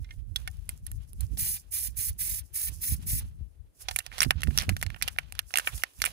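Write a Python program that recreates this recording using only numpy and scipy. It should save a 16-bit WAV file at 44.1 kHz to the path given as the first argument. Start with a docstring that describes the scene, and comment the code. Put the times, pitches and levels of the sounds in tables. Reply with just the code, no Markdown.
"""Outdoors by a car panel, a spray paint can in the right hand. Its mixing ball knocks the tin,
seven short test sprays hiss from the nozzle and reflect off the panel, then the can is shaken hard.
Sleeve and paint rustle with the motion; gusts buffet and thump both microphone ports.
The right port faces the can; the left hears it later and duller."""
import sys
import numpy as np
from scipy import signal
from scipy.fft import rfft, irfft, next_fast_len
from scipy.io import wavfile
from scipy.ndimage import uniform_filter1d, map_coordinates

SR = 44100
rng = np.random.default_rng(int(sys.argv[2]) if len(sys.argv) > 2 else 0)


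def output_pcm(signal):
    """Save a mono or channel-first signal as 16-bit PCM at the path in sys.argv[1].

    Samples are clipped to [-1, 1] before scaling.
    """
    pcm = np.clip(np.atleast_2d(signal).T, -1, 1) * 32767
    wavfile.write(sys.argv[1], SR, np.round(pcm).astype(np.int16))


N = 270244


def amp(db):
    return 10 ** (np.asarray(db) / 20)


def unit_rms(x):
    return x / np.sqrt(np.mean(x ** 2, axis=-1, keepdims=True) + 1e-20)


def at_hz(points, hz):
    """Interpolate (Hz, value) points on a log axis."""
    point_hz, values = np.transpose(points)
    return np.interp(np.log(hz + 1), np.log(point_hz + 1), values)


def curves(rows):
    """One value per sample for each column after the time."""
    times_s, *columns = np.transpose(rows)
    return [np.interp(np.arange(N) / SR, times_s, column) for column in columns]


def wobble(knots_per_s):
    """Smooth random curve, computed every 16 samples."""
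    knots = rng.standard_normal(int(N * knots_per_s / SR) + 4)
    coarse = map_coordinates(knots, [np.arange(N // 16 + 2) * 16 * knots_per_s / SR])
    return np.interp(np.arange(N) / 16, np.arange(len(coarse)), coarse)


def tent_db(peak_s, rise_db_per_s, fall_db_per_s):
    """Level climbing to 0 dB at peak_s, then sinking."""
    t = np.arange(N) / SR - peak_s
    return np.where(t < 0, rise_db_per_s * t, -fall_db_per_s * t)


def steady(x, span_s):
    """Even out the level over span_s."""
    power = np.abs(uniform_filter1d(x ** 2, max(int(span_s * SR), 1)))
    return x / np.sqrt(power + 0.077)


def filtered(x, response):
    """Apply a gain given as a function of Hz."""
    size = next_fast_len(x.shape[-1] + 4096)
    spectrum = rfft(x, size) * response(np.fft.rfftfreq(size, 1 / SR))
    return irfft(spectrum, size)[..., :x.shape[-1]]


def sides(pan_db):
    """Left and right gains of mean power 1; pan is left over right."""
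    gains = amp(np.array([pan_db, -pan_db]) / 2)
    return gains / np.sqrt(np.mean(gains ** 2, axis=0))


def hiss(spectrum, shared, grain_db, grain_per_s):
    """Stereo noise of rms 1, partly shared by the ports, with a grainy level."""
    common, own = rng.standard_normal(N), rng.standard_normal((2, N))
    white = np.sqrt(shared) * common + np.sqrt(1 - shared) * own
    grainy = white * amp(grain_db * wobble(grain_per_s))
    band = [(spectrum[0][0] * .8, -60), *spectrum, (spectrum[-1][0] * 1.02, -90)]
    return unit_rms(filtered(grainy, lambda hz: amp(at_hz(band, hz))))


# Outdoor air. Each row: frequency in Hz, level in dB.
AIR_SPECTRUM = [(150, -40), (250, -6.5), (287, -5.5), (330, -6), (372, -5.5), (1010, -20.5),
                (6030, -29.5), (7680, -28), (9610, -21.5), (15600, -31)]


def air():
    """Faint, steady background noise."""
    return amp(-74) * hiss(AIR_SPECTRUM, shared=.087, grain_db=.55, grain_per_s=21)


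# Single gusts on a port. Each row: start in seconds, level in dB, ring in Hz, pan in dB,
# surrounding buffet in dB, sharp edge in dB.
GUSTS = [(1.239, -23, 61, -26, -21.5, -73), (1.421, -21, 81, 19, -48, -93),
         (2.104, -21, 65.5, -1, -33.5, -74), (2.696, -21.5, 62, -25, -30, -52.5),
         (2.893, -23, 75, 20, -48.5, -57.5), (2.922, -7.5, 75, -13, -34, -45),
         (3.132, -14.5, 99, -21, -59, -53), (3.41, -18.5, 70.5, 13, -38.5, -57.5),
         (4.264, -16.5, 117, -29, -36.5, -32.5), (4.356, -14.5, 69, -16.5, -47, -73),
         (4.483, -3, 63, -43, -31, -29), (4.684, -10, 102, -25.5, -34, -31.5),
         (4.726, -13, 81, -35, -47.5, -66), (4.858, -15.5, 83, -21, -36, -49.5),
         (5.743, -17, 73, -14, -37.5, -54.5)]


def thumps():
    """A pressure drop at the port swings back and dies in a few cycles; a sharp gust adds a slap."""
    ring_t60_s, slap_t60_s, slap_hz = .066, .03, 207
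    out, t = np.zeros((2, N + SR)), np.arange(SR // 8) / SR
    slap = -np.sin(2 * np.pi * slap_hz * t) * amp(-60 * t / slap_t60_s)
    envelope = amp(-60 * t / ring_t60_s) * (1 - np.exp(-t / .0048))
    for start_s, level_db, ring_hz, pan_db, _, edge_db in GUSTS:
        swing = -np.sin(2 * np.pi * ring_hz * t + .18) * envelope
        thump = amp(level_db) * swing + amp(edge_db + 9) * slap
        out[:, round(start_s * SR):][:, :len(t)] += sides(pan_db)[:, None] * thump
    return filtered(out[:, :N], lambda hz: hz ** 2 / (hz ** 2 + 35 ** 2))


# Wind at the ports. Each row: time in seconds, buffet in dB, edge over buffet in dB, pan in dB.
BREEZE = [(0, -24.5, -26, -31), (.06, -46.5, -19, 4), (.27, -38, -20, -4), (.43, -43, -17.5, -12),
          (.6, -42, -22.5, 3.5), (.8, -48.5, -14, 10), (.95, -36.5, -20.5, 7), (1.1, -50.5, -12.5, 9),
          (1.38, -39, -7, -8.5), (1.5, -48, -9, 20), (1.65, -56, -19, 3), (1.91, -41.5, -20, -16.5),
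          (2.2, -52, -7.5, 0), (2.32, -42, -17.5, 10), (2.6, -57, -15, 20), (2.75, -56, -5, -6),
          (3.17, -35, -13.5, -8.5), (3.46, -54.5, -23, 9.5), (3.64, -49.5, -26, 24.5), (3.76, -76, -5, 0),
          (3.88, -42, -29, -11), (4.03, -56.5, -23, -9), (4.3, -41.5, -14, -20.5), (4.7, -40, -12, -4.5),
          (4.95, -45.5, -14, -17), (5.22, -50.5, -12, 9), (5.44, -50.5, -20, 12), (5.51, -61.5, -16.5, -4),
          (5.75, -57, -9, 0), (5.92, -81, -18, -7), (5.99, -44, -20, -23), (6.13, -57, -6.5, -19)]
# Low buffet and its sharp edge. Each row: frequency in Hz, level in dB.
BUFFET_SPECTRUM = [(12, -57), (20, -18.5), (45, 7), (65, 1), (97, -3.5), (160, -24.5), (210, -62),
                   (350, -120)]
EDGE_SPECTRUM = [(90, -30.5), (140, 7.5), (200, -4), (300, -14.5), (450, -27), (700, -61.5)]


def wind():
    """Wind strikes each port in separate lumps and swells round every thump; a sharper edge rides on it."""
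    level_db, sharpness_db, pan_db = curves(BREEZE)
    lumps = np.array([wobble(22), wobble(24)])
    buffet = amp(3.8 * lumps) * hiss(BUFFET_SPECTRUM, shared=.039, grain_db=.84, grain_per_s=34)
    edge = amp(6.6 * lumps) * hiss(EDGE_SPECTRUM, shared=.047, grain_db=4.4, grain_per_s=60)
    buffet = steady(unit_rms(buffet), span_s=.16)
    edge = steady(unit_rms(edge), span_s=.048)
    veer_db = 11 * wobble(6.1)
    out = amp(level_db + 4.5) * sides(pan_db + veer_db) * (buffet + amp(sharpness_db) * edge)
    for start_s, _, _, gust_pan_db, buffet_db, edge_db in GUSTS:
        span = slice(round((start_s - .15) * SR), round((start_s + .15) * SR))
        swell = amp(tent_db(start_s + .012, 258, 258)[span]) * sides(gust_pan_db)[:, None]
        out[:, span] += swell * (amp(buffet_db) * buffet[:, span] + amp(edge_db) * edge[:, span])
    return filtered(out, lambda hz: hz ** 4 / (hz ** 4 + 38 ** 4))  # the ports pass no slow pressure


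# Sleeve rustle. Each row: time in seconds, fine layer in dB, coarse layer in dB.
SLEEVE = [(0, -80, -99), (.33, -87, -86), (.66, -96, -108), (1.08, -76, -89), (1.34, -74, -79),
          (1.7, -84, -82), (3.3, -85.5, -81), (3.72, -97, -94), (3.82, -65, -64.5), (4.08, -89, -66.5),
          (4.45, -81, -68.5), (4.93, -78, -71), (5.2, -77.5, -70), (5.47, -77, -72), (5.63, -56, -59.5),
          (5.8, -61, -58), (5.84, -70, -61), (5.92, -71.5, -72.5), (6.13, -66, -57.5)]
# Paint sloshes. Each row: peak in seconds, fine in dB, coarse in dB, rise in dB/s, fall in dB/s.
PAINT_SLOSHES = [(.114, -77, -68, 111, 163), (.375, -66.5, -64.5, 895, 40), (.705, -63.5, -65.5, 900, 112),
                 (.88, -74, -71, 700, 40), (1.223, -67, -68.5, 300, 121), (3.901, -65, -65, 257, 100),
                 (3.981, -56.5, -72, 330, 291), (4.135, -64.5, -59, 352, 35), (4.224, -59.5, -46, 266, 312),
                 (4.6, -49, -45, 264, 342), (4.705, -68, -64.5, 400, 70), (4.83, -84, -124, 311, 119.5),
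                 (5.035, -60.5, -56, 298, 106), (5.579, -49.5, -68, 437, 354.5),
                 (5.779, -51, -51, 194, 471), (6.05, -47.5, -48.5, 413.5, 176)]
# The two rustle layers. Each row: frequency in Hz, level in dB.
FINE_SPECTRUM = [(2940, -40), (5000, -9.5), (6310, -8), (7600, -8.5), (11000, -2.5), (12500, -11),
                 (14600, -10.5), (15600, -8.5)]
COARSE_SPECTRUM = [(290, -33), (500, -2.5), (1550, -1), (2170, -3), (2580, 1), (3150, 1.5), (6000, -11.5),
                   (7800, -16.5), (13200, -120)]


def rustle():
    """Cloth, sloshing paint and the valve's leak after each spray: fine and coarse grainy noise."""
    leak_rise_db_per_s, flicker_db = 598, 4.5
    crackles_per_s, crackle_db, crackle_t60_s = 12, 8, .006
    leaks = [(start_s + open_s + .5 * SHUT_S, leak_db, leak_db - 2.5, leak_rise_db_per_s, fall)
             for start_s, open_s, _, _, leak_db, fall in TEST_SPRAYS]
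    power = amp(curves(SLEEVE)) ** 2
    for peak_s, fine_db, coarse_db, rise, fall in list(PAINT_SLOSHES) + leaks:
        span = slice(max(round((peak_s - .3) * SR), 0), round((peak_s + .6) * SR))
        swell = amp(tent_db(peak_s, rise, fall)[span])
        power[:, span] += (swell * amp([[fine_db], [coarse_db]])) ** 2
    fine_gain, coarse_gain = np.sqrt(power) * amp(flicker_db * np.array([wobble(33), wobble(30)]))
    impulses = (rng.random(N) < crackles_per_s / SR) * rng.exponential(size=N)
    cloth_crackles = signal.lfilter([1], [1, -amp(-60 / crackle_t60_s / SR)], impulses)
    fine_gain *= 1 + amp(crackle_db) * cloth_crackles
    fine = fine_gain * hiss(FINE_SPECTRUM, shared=.065, grain_db=1.8, grain_per_s=420)
    coarse = coarse_gain * hiss(COARSE_SPECTRUM, shared=.43, grain_db=1.8, grain_per_s=180)
    return amp(7.5) * sides(-2.5)[:, None] * fine + amp(3.1) * sides(-2.8)[:, None] * coarse


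# Path via the car panel. Each row: time in seconds, left delay in ms, right delay in ms.
PANEL_DELAYS = [(1.48, 1.7, 2.47), (1.8, 1.72, 2.5), (2.3, 1.64, 2.36), (2.62, 1.59, 2.25),
                (2.88, 1.52, 2.18), (3.13, 1.5, 2.15)]


def panel_echo(direct):
    """The car panel sends the spray back, weaker and with a drifting delay."""
    delay_ms = np.array(curves(PANEL_DELAYS)) + .012 * wobble(8)
    positions = np.arange(N) - delay_ms * SR / 1000
    echo = np.array([map_coordinates(side, [at], order=2) for side, at in zip(direct, positions)])
    return amp([[-3.5], [-7]]) * echo


# Valve presses. Each row: start in seconds, time open in seconds, jet in dB, pan in dB,
# leak after shutting in dB, its fall in dB/s.
TEST_SPRAYS = [(1.366, 0.2, -32, -3.5, -65, 155), (1.706, 0.17, -33.5, -5, -62.5, 190),
               (1.956, 0.14, -33.5, -5, -66.5, 174), (2.176, 0.22, -33.5, -5, -64, 170),
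               (2.528, 0.16, -33.5, -3.5, -61, 91.5), (2.802, 0.14, -33.5, -2, -61.5, 114),
               (3.055, 0.14, -33.5, -1.5, -60.5, 235)]
# Nozzle jet and lower hiss. Each row: frequency in Hz, level in dB.
JET_SPECTRUM = [(2940, -47), (5000, -13), (5220, -10.5), (5820, -12), (6370, -8.5), (7780, -8.5),
                (9070, -0.5), (10800, 1.5), (11900, 0), (13100, -2.5), (15600, -1)]
SPLUTTER_SPECTRUM = [(650, -8), (900, -8.5), (1300, -8), (2100, 3), (3000, 2), (4200, 0.5), (5500, 0),
                     (6500, -8.5)]
OPENING_S, FILL_S, SHUT_S, SAG_DB_PER_S = .014, .017, .026, 24


def spray():
    """The bright jet jumps up, fills, sags and shuts; a spluttering lower hiss gains on it at shut-off."""
    jet = hiss(JET_SPECTRUM, shared=.8, grain_db=1.4, grain_per_s=150)
    splutter = hiss(SPLUTTER_SPECTRUM, shared=.93, grain_db=2, grain_per_s=120)
    splutter *= amp(2 * wobble(24.95))
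    out, samples = np.zeros((2, N)), np.arange(N)
    for start_s, open_s, level_db, pan_db, *_ in TEST_SPRAYS:
        late_s = .75 * open_s
        # Valve stages: cracked, open, full, late, closing, shut.
        stages_s = start_s + np.array([0, OPENING_S, OPENING_S + FILL_S, late_s, open_s, open_s + SHUT_S])
        stages_db = -30.5, -5.5, 0, -.4 * SAG_DB_PER_S * late_s, -SAG_DB_PER_S * open_s, -43.5
        stages_splutter_db = -25, -18, -15, -18.5, -14, 4
        envelope_db, splutter_db = curves(np.transpose([stages_s, stages_db, stages_splutter_db]))
        flowing = (samples > stages_s[0] * SR) & (samples < stages_s[-1] * SR)
        bright = amp(2.5) * sides(pan_db)[:, None] * jet
        low = amp(splutter_db + 2.2) * sides(.45 * pan_db)[:, None] * splutter
        out += flowing * amp(envelope_db + level_db) * (bright + low)
    return out + panel_echo(out)


# Ball strikes. 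Each row: start in seconds, level in dB, pitch of the struck spot in Hz, then hollow
# ring, upper wall and treble in dB against the body, pan in dB, rattle tail in dB.
BALL_STRIKES = [(0.045, -43.5, 2130, -28, 3, -10, -8, -5.5), (0.09, -49, 2060, -41, -27, -25, -6, -5.5),
                (0.1082, -37, 2040, -39, -4, -23, -6, -5.5), (0.3597, -17.5, 3500, -25, 7, 3, -2.5, 5.5),
                (0.4756, -23.5, 1676, -11.5, -3.5, -2.5, -4.5, 3),
                (0.6916, -33.5, 2250, -23, -0.5, 15, -4, 2), (0.8661, -38.5, 1830, -16, 1.5, 15, -5.5, 2),
                (0.9156, -46.5, 4130, -43, -5, 18, -4, -11), (1.132, -67, 2670, -6, -17, 30.5, -9, -15),
                (1.2072, -39, 4140, -9, 11.5, 30, -2, -1), (1.3725, -34, 5360, -14, 0, -5, 1, 0),
                (3.8849, -22.5, 2330, -2, 1, -8, -6.5, 9.5), (3.911, -25, 1900, -5.5, 0, 0, -4.0, 4),
                (3.9613, -19.5, 2470, -12.5, -7, 5.5, -4, 3.5),
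                (3.988, -20.5, 1830, -16, 3.5, 7.5, -11, 3.5), (4.004, -30, 2670, -35, -29, -22, -2, 7),
                (4.064, -28, 1820, -9.5, 2, 2, -8, -4), (4.117, -34, 1910, -36, -21, -20, 1, -9),
                (4.1263, -36, 1960, -20, -13, -19, -15, 10), (4.182, -23.5, 1430, -9, 0.5, -1, -9, -17),
                (4.1872, -26.5, 1670, -20, -4, -2, -10, 4.5), (4.2052, -8, 5660, -46, -0.5, 0, -8, -7),
                (4.2178, -11.5, 1800, -47, -10.5, -8.5, 0, 5.5), (4.223, -17.5, 2100, -35, -19, 2, -6, 0),
                (4.2307, -16.5, 4460, -21, -21, 4.5, -7, -8), (4.2345, -14, 2170, -19, 0.5, -5, -3.5, 3.5),
                (4.2468, -24.5, 2380, -5.5, -7, -9, 2, 6), (4.2802, -71, 2440, 3, 14, 39, -20.0, -11),
                (4.3072, -4, 2510, -11, -15.5, -10, -2, -5), (4.4076, -38, 1640, -37, 3, 3, -5, -13),
                (4.4191, -28.5, 3370, -35, -3, 0, -8, -10), (4.4333, -17.5, 2840, -33, -7.5, -2.5, -4, 0),
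                (4.4721, -29, 1570, -28, -12, -17, -5, 0), (4.5075, -37, 1810, -12, -13, -19, -9, 7.5),
                (4.576, -14, 5670, -56, -7.5, 3, -1, -20), (4.5859, -10.5, 5670, -47, 0.5, -3, -14, -4.5),
                (4.5976, -27, 2110, -36, 5, -6, -3.5, 10), (4.606, -23, 2300, -37, -4, -17, 2, 3),
                (4.6126, -24, 4050, -31, -1, -18, -3.0, -5.5), (4.62, -28, 1840, -10, -10.5, -10, -12, 11),
                (4.6317, -29, 1830, -8, -15, -14, 2, 13.5), (4.6926, -11, 2380, -13.5, -10, -8.5, -1, 0.5),
                (4.7237, -40, 2270, -21, -15, -10, 6, 2), (4.766, -24, 1470, -18, -5, -3, -2.5, -2.5),
                (4.814, -27, 4200, -23, -1, 1, -2, -7), (4.827, -17.5, 1990, -15.5, -1.5, 3.5, -14, -14),
                (4.8319, -25, 1520, -31, -10, -8, 14, 2), (4.8644, -26, 1750, -18, -2, -6, -11, -8),
                (4.9024, -31, 1810, -44, -10, -14, -6, -13), (4.9448, -31.5, 1750, -21, -12, -33, -6, -15),
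                (4.962, -37.5, 1480, -11, -26, -20, -7.0, 12), (5.014, -27.5, 2140, -39, -4, -29, -10, -7),
                (5.024, -15.5, 2300, -58, 3, 2.5, -7, 3), (5.0354, -35, 2540, -40, -4, -14, 0, 13),
                (5.0779, -19, 2700, -13, -4.5, -4, -7, 4.5), (5.0833, -20, 2620, -37, -12, -8, 5, -1),
                (5.1625, -39, 1480, -8, -8, -16, -2, -5.5), (5.186, -11.5, 2640, -16, -16.5, -12.5, -5, -3),
                (5.3233, -34.5, 2500, -7.5, 2, 11.5, -6, -14), (5.3518, -39.5, 1430, -34, -4, -4, -8.5, -1),
                (5.384, -45, 1990, -42, -12, -8, -32, 3), (5.3916, -15, 3660, -27, -6, -4, -10, -6),
                (5.5064, -39.5, 1480, -6, -9, -6, -1.5, 6), (5.5396, -15, 2250, -8.5, 2, -3, -9.5, -10),
                (5.557, -11.5, 2770, -52, -5, -6, -7, 0), (5.5654, -24, 1810, -10, -8, -2, -5, -5.5),
                (5.573, -13, 2730, -42, -3, 6, -0.5, -11), (5.585, -16.5, 1700, -19, -2.5, 7.5, -8, -3),
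                (5.5968, -18, 1530, -36, -13, -12, -4, 5.5), (5.673, -12, 2470, -12.5, -29, -16.5, -1, 8),
                (5.6829, -31.5, 1890, -31, -16, -10, -1.5, 10), (5.7783, -38, 1320, -22, -5, 5, 9, 4),
                (5.821, -37, 2740, -21, -13, -16, 3, -5.5), (5.8357, -15, 1980, -21.5, -9.5, -8, -7.5, -8),
                (6.0016, -39, 2600, -19, -9, -2, -7, 0), (6.0184, -11, 2070, -44, 3.5, 2, -4.5, -2.5),
                (6.0403, -11, 1590, -29, -11, -14, -7, -16), (6.0519, -19, 2560, -36, -9, 6, -22, 3),
                (6.0595, -16.5, 2440, -40, -5, 7.5, -3.5, -5.5),
                (6.0652, -21.5, 2320, -32, -8, -26, -12, 0), (6.075, -31, 2380, -8, -14, -18, 3, -8)]
# Tin modes, damped by paint and hand. Each row: frequency in Hz, level in dB, t60 in seconds.
TIN_MODES = [(760, -5, 0.028), (950, -5, 0.015), (1516, 0.5, 0.0059), (1831, -5.5, .012), (2102, 0, 0.0081),
             (2392, -0.5, 0.0077), (2751, -0.5, 0.0091), (3362, 5, 0.0066), (3744, 3.5, 0.0043),
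             (4150, -7, 0.0089), (5683, 3.5, 0.0052), (7340, -1, 0.0065), (9560, 10.5, 0.003),
             (11400, 3, 0.0044), (13300, -1, .0035)]
# Looseness of the hand. Each row: time in seconds, ring time against a firm grip in dB.
GRIP_LOOSENESS = [(0, 18.5), (1.25, 4.5), (1.37, -10), (3.88, 10.5), (4.15, -1.5), (6.13, 1.8)]
# Decay of the rattle tail. Each row: frequency in Hz, t60 in seconds.
TAIL_DECAY = [(500, 0.01), (1500, 0.087), (3500, 0.029), (9000, 0.018), (15000, 0.011)]
# Colour of the rattle tail. Each row: frequency in Hz, level in dB.
TAIL_SPECTRUM = [(300, -30.5), (800, -11), (2200, -19.5), (4500, 1), (7500, -3.5), (10500, 4), (15000, 0)]


def ball_knocks():
    """The ball rings the tin's modes near the struck spot, ticks, snaps and leaves a short rattle."""
    mode_scatter_db, port_scatter_db, swing_s = 1.3, 2.5, .00003
    tick_t60_s, snap_t60_s = .0019, .0018
    out, t = np.zeros((2, N + SR)), np.arange(2560) / SR
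    mode_hz, mode_db, mode_t60_s = np.transpose(TIN_MODES)[:, :, None]
    above_hollow = mode_hz > 1200
    in_body = above_hollow & (mode_hz < 6500)
    bin_hz, frame_s = np.fft.rfftfreq(128, 1 / SR)[:, None], np.arange(41) * 64 / SR
    tail_fade = amp(at_hz(TAIL_SPECTRUM, bin_hz) - 60 * frame_s / at_hz(TAIL_DECAY, bin_hz))
    tail_fade *= frame_s > 0
    tail_rise = 1 - np.exp(-(t / .0029) ** 2)
    contact_rise = 1 - np.exp(-(t / .00032) ** 2)
    for start_s, level_db, spot_hz, hollow_db, wall_db, treble_db, pan_db, tail_db in BALL_STRIKES:
        colour = [(900, hollow_db), (1500, 0), (2800, 0),
                  (3600, wall_db), (6000, wall_db), (8000, treble_db)]
        drive_db = np.maximum(-30 * np.abs(np.log2(mode_hz / spot_hz)), -8) * above_hollow
        # A looser grip lets the driven modes ring on.
        loose_db = np.interp(start_s, *np.transpose(GRIP_LOOSENESS))
        t60_s = mode_t60_s * amp(loose_db * amp(.5 * drive_db) * np.where(above_hollow, 1, .6))
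        detune, phase_shift, scatter = rng.standard_normal((3, len(TIN_MODES), 1))
        phase = 2 * np.pi * mode_hz * (1 + .02 * detune) * t + .45 * phase_shift
        struck_db = mode_db + at_hz(colour, mode_hz) + drive_db + mode_scatter_db * scatter
        modes = contact_rise * amp(struck_db - 60 * t / t60_s) * np.sin(phase)
        body_peak = np.abs(np.sum(modes * in_body, axis=0)).max()
        tick = contact_rise * amp(treble_db + .5 - 60 * t / tick_t60_s) * rng.standard_normal(len(t))
        snap = body_peak * amp(-5.5 - 60 * t / snap_t60_s) * np.sin(2 * np.pi * spot_hz * t)
        noise_frames = signal.stft(rng.standard_normal((2, len(t))), nperseg=128)[2]
        tail_frames = noise_frames * tail_fade * amp(at_hz(colour, bin_hz))
        tail = signal.istft(tail_frames, nperseg=128)[1][:, :len(t)]
        ring = amp(port_scatter_db * rng.standard_normal((2, len(TIN_MODES)))) @ modes
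        knock = ring + tick + snap + amp(tail_db) * tail_rise * tail
        knock *= amp(level_db + 1) * sides(pan_db)[:, None] / body_peak
        left_s = start_s + rng.normal(0, swing_s)  # the swinging can shifts the left arrival
        out[0, round(left_s * SR):][:len(t)] += knock[0]
        out[1, round(start_s * SR):][:len(t)] += knock[1]
    # The knocks carry little bass.
    return filtered(out[:, :N], lambda hz: (1j * hz / (1j * hz + 230)) ** 2)


# Shading of the left port. Each row: frequency in Hz, gain against the right in dB.
LEFT_SHADOW = [(500, 1.5), (2500, -4), (5000, 1), (9000, -3.5), (15000, 0.5)]
LEFT_LAG_S = .000476


def scene():
    """The can reaches the left port late and shaded; wind and air are added at both ports."""
    left, right = ball_knocks() + spray() + rustle()
    left = filtered(left, lambda hz: amp(at_hz(LEFT_SHADOW, hz)) * np.exp(-2j * np.pi * hz * LEFT_LAG_S))
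    return np.array([left, right]) + wind() + thumps() + air()


def record(dry):
    """Peaks round off near full scale; the top end steps down, then stops at the band limit."""
    ceiling, shelf_hz, limit_hz = .95, 15650, 16900

    def below(hz, edge_hz):
        return .5 - .5 * np.tanh(np.clip((hz - edge_hz) / 60, -20, 20))

    def top_end(hz):
        return (below(hz, shelf_hz) + amp(-24)) * below(hz, limit_hz - 250) * (hz < limit_hz)

    rounded = dry / (1 + np.abs(dry / ceiling) ** 8) ** (1 / 8)
    return filtered(rounded, top_end)


dry = scene()
out = record(dry)
output_pcm(out)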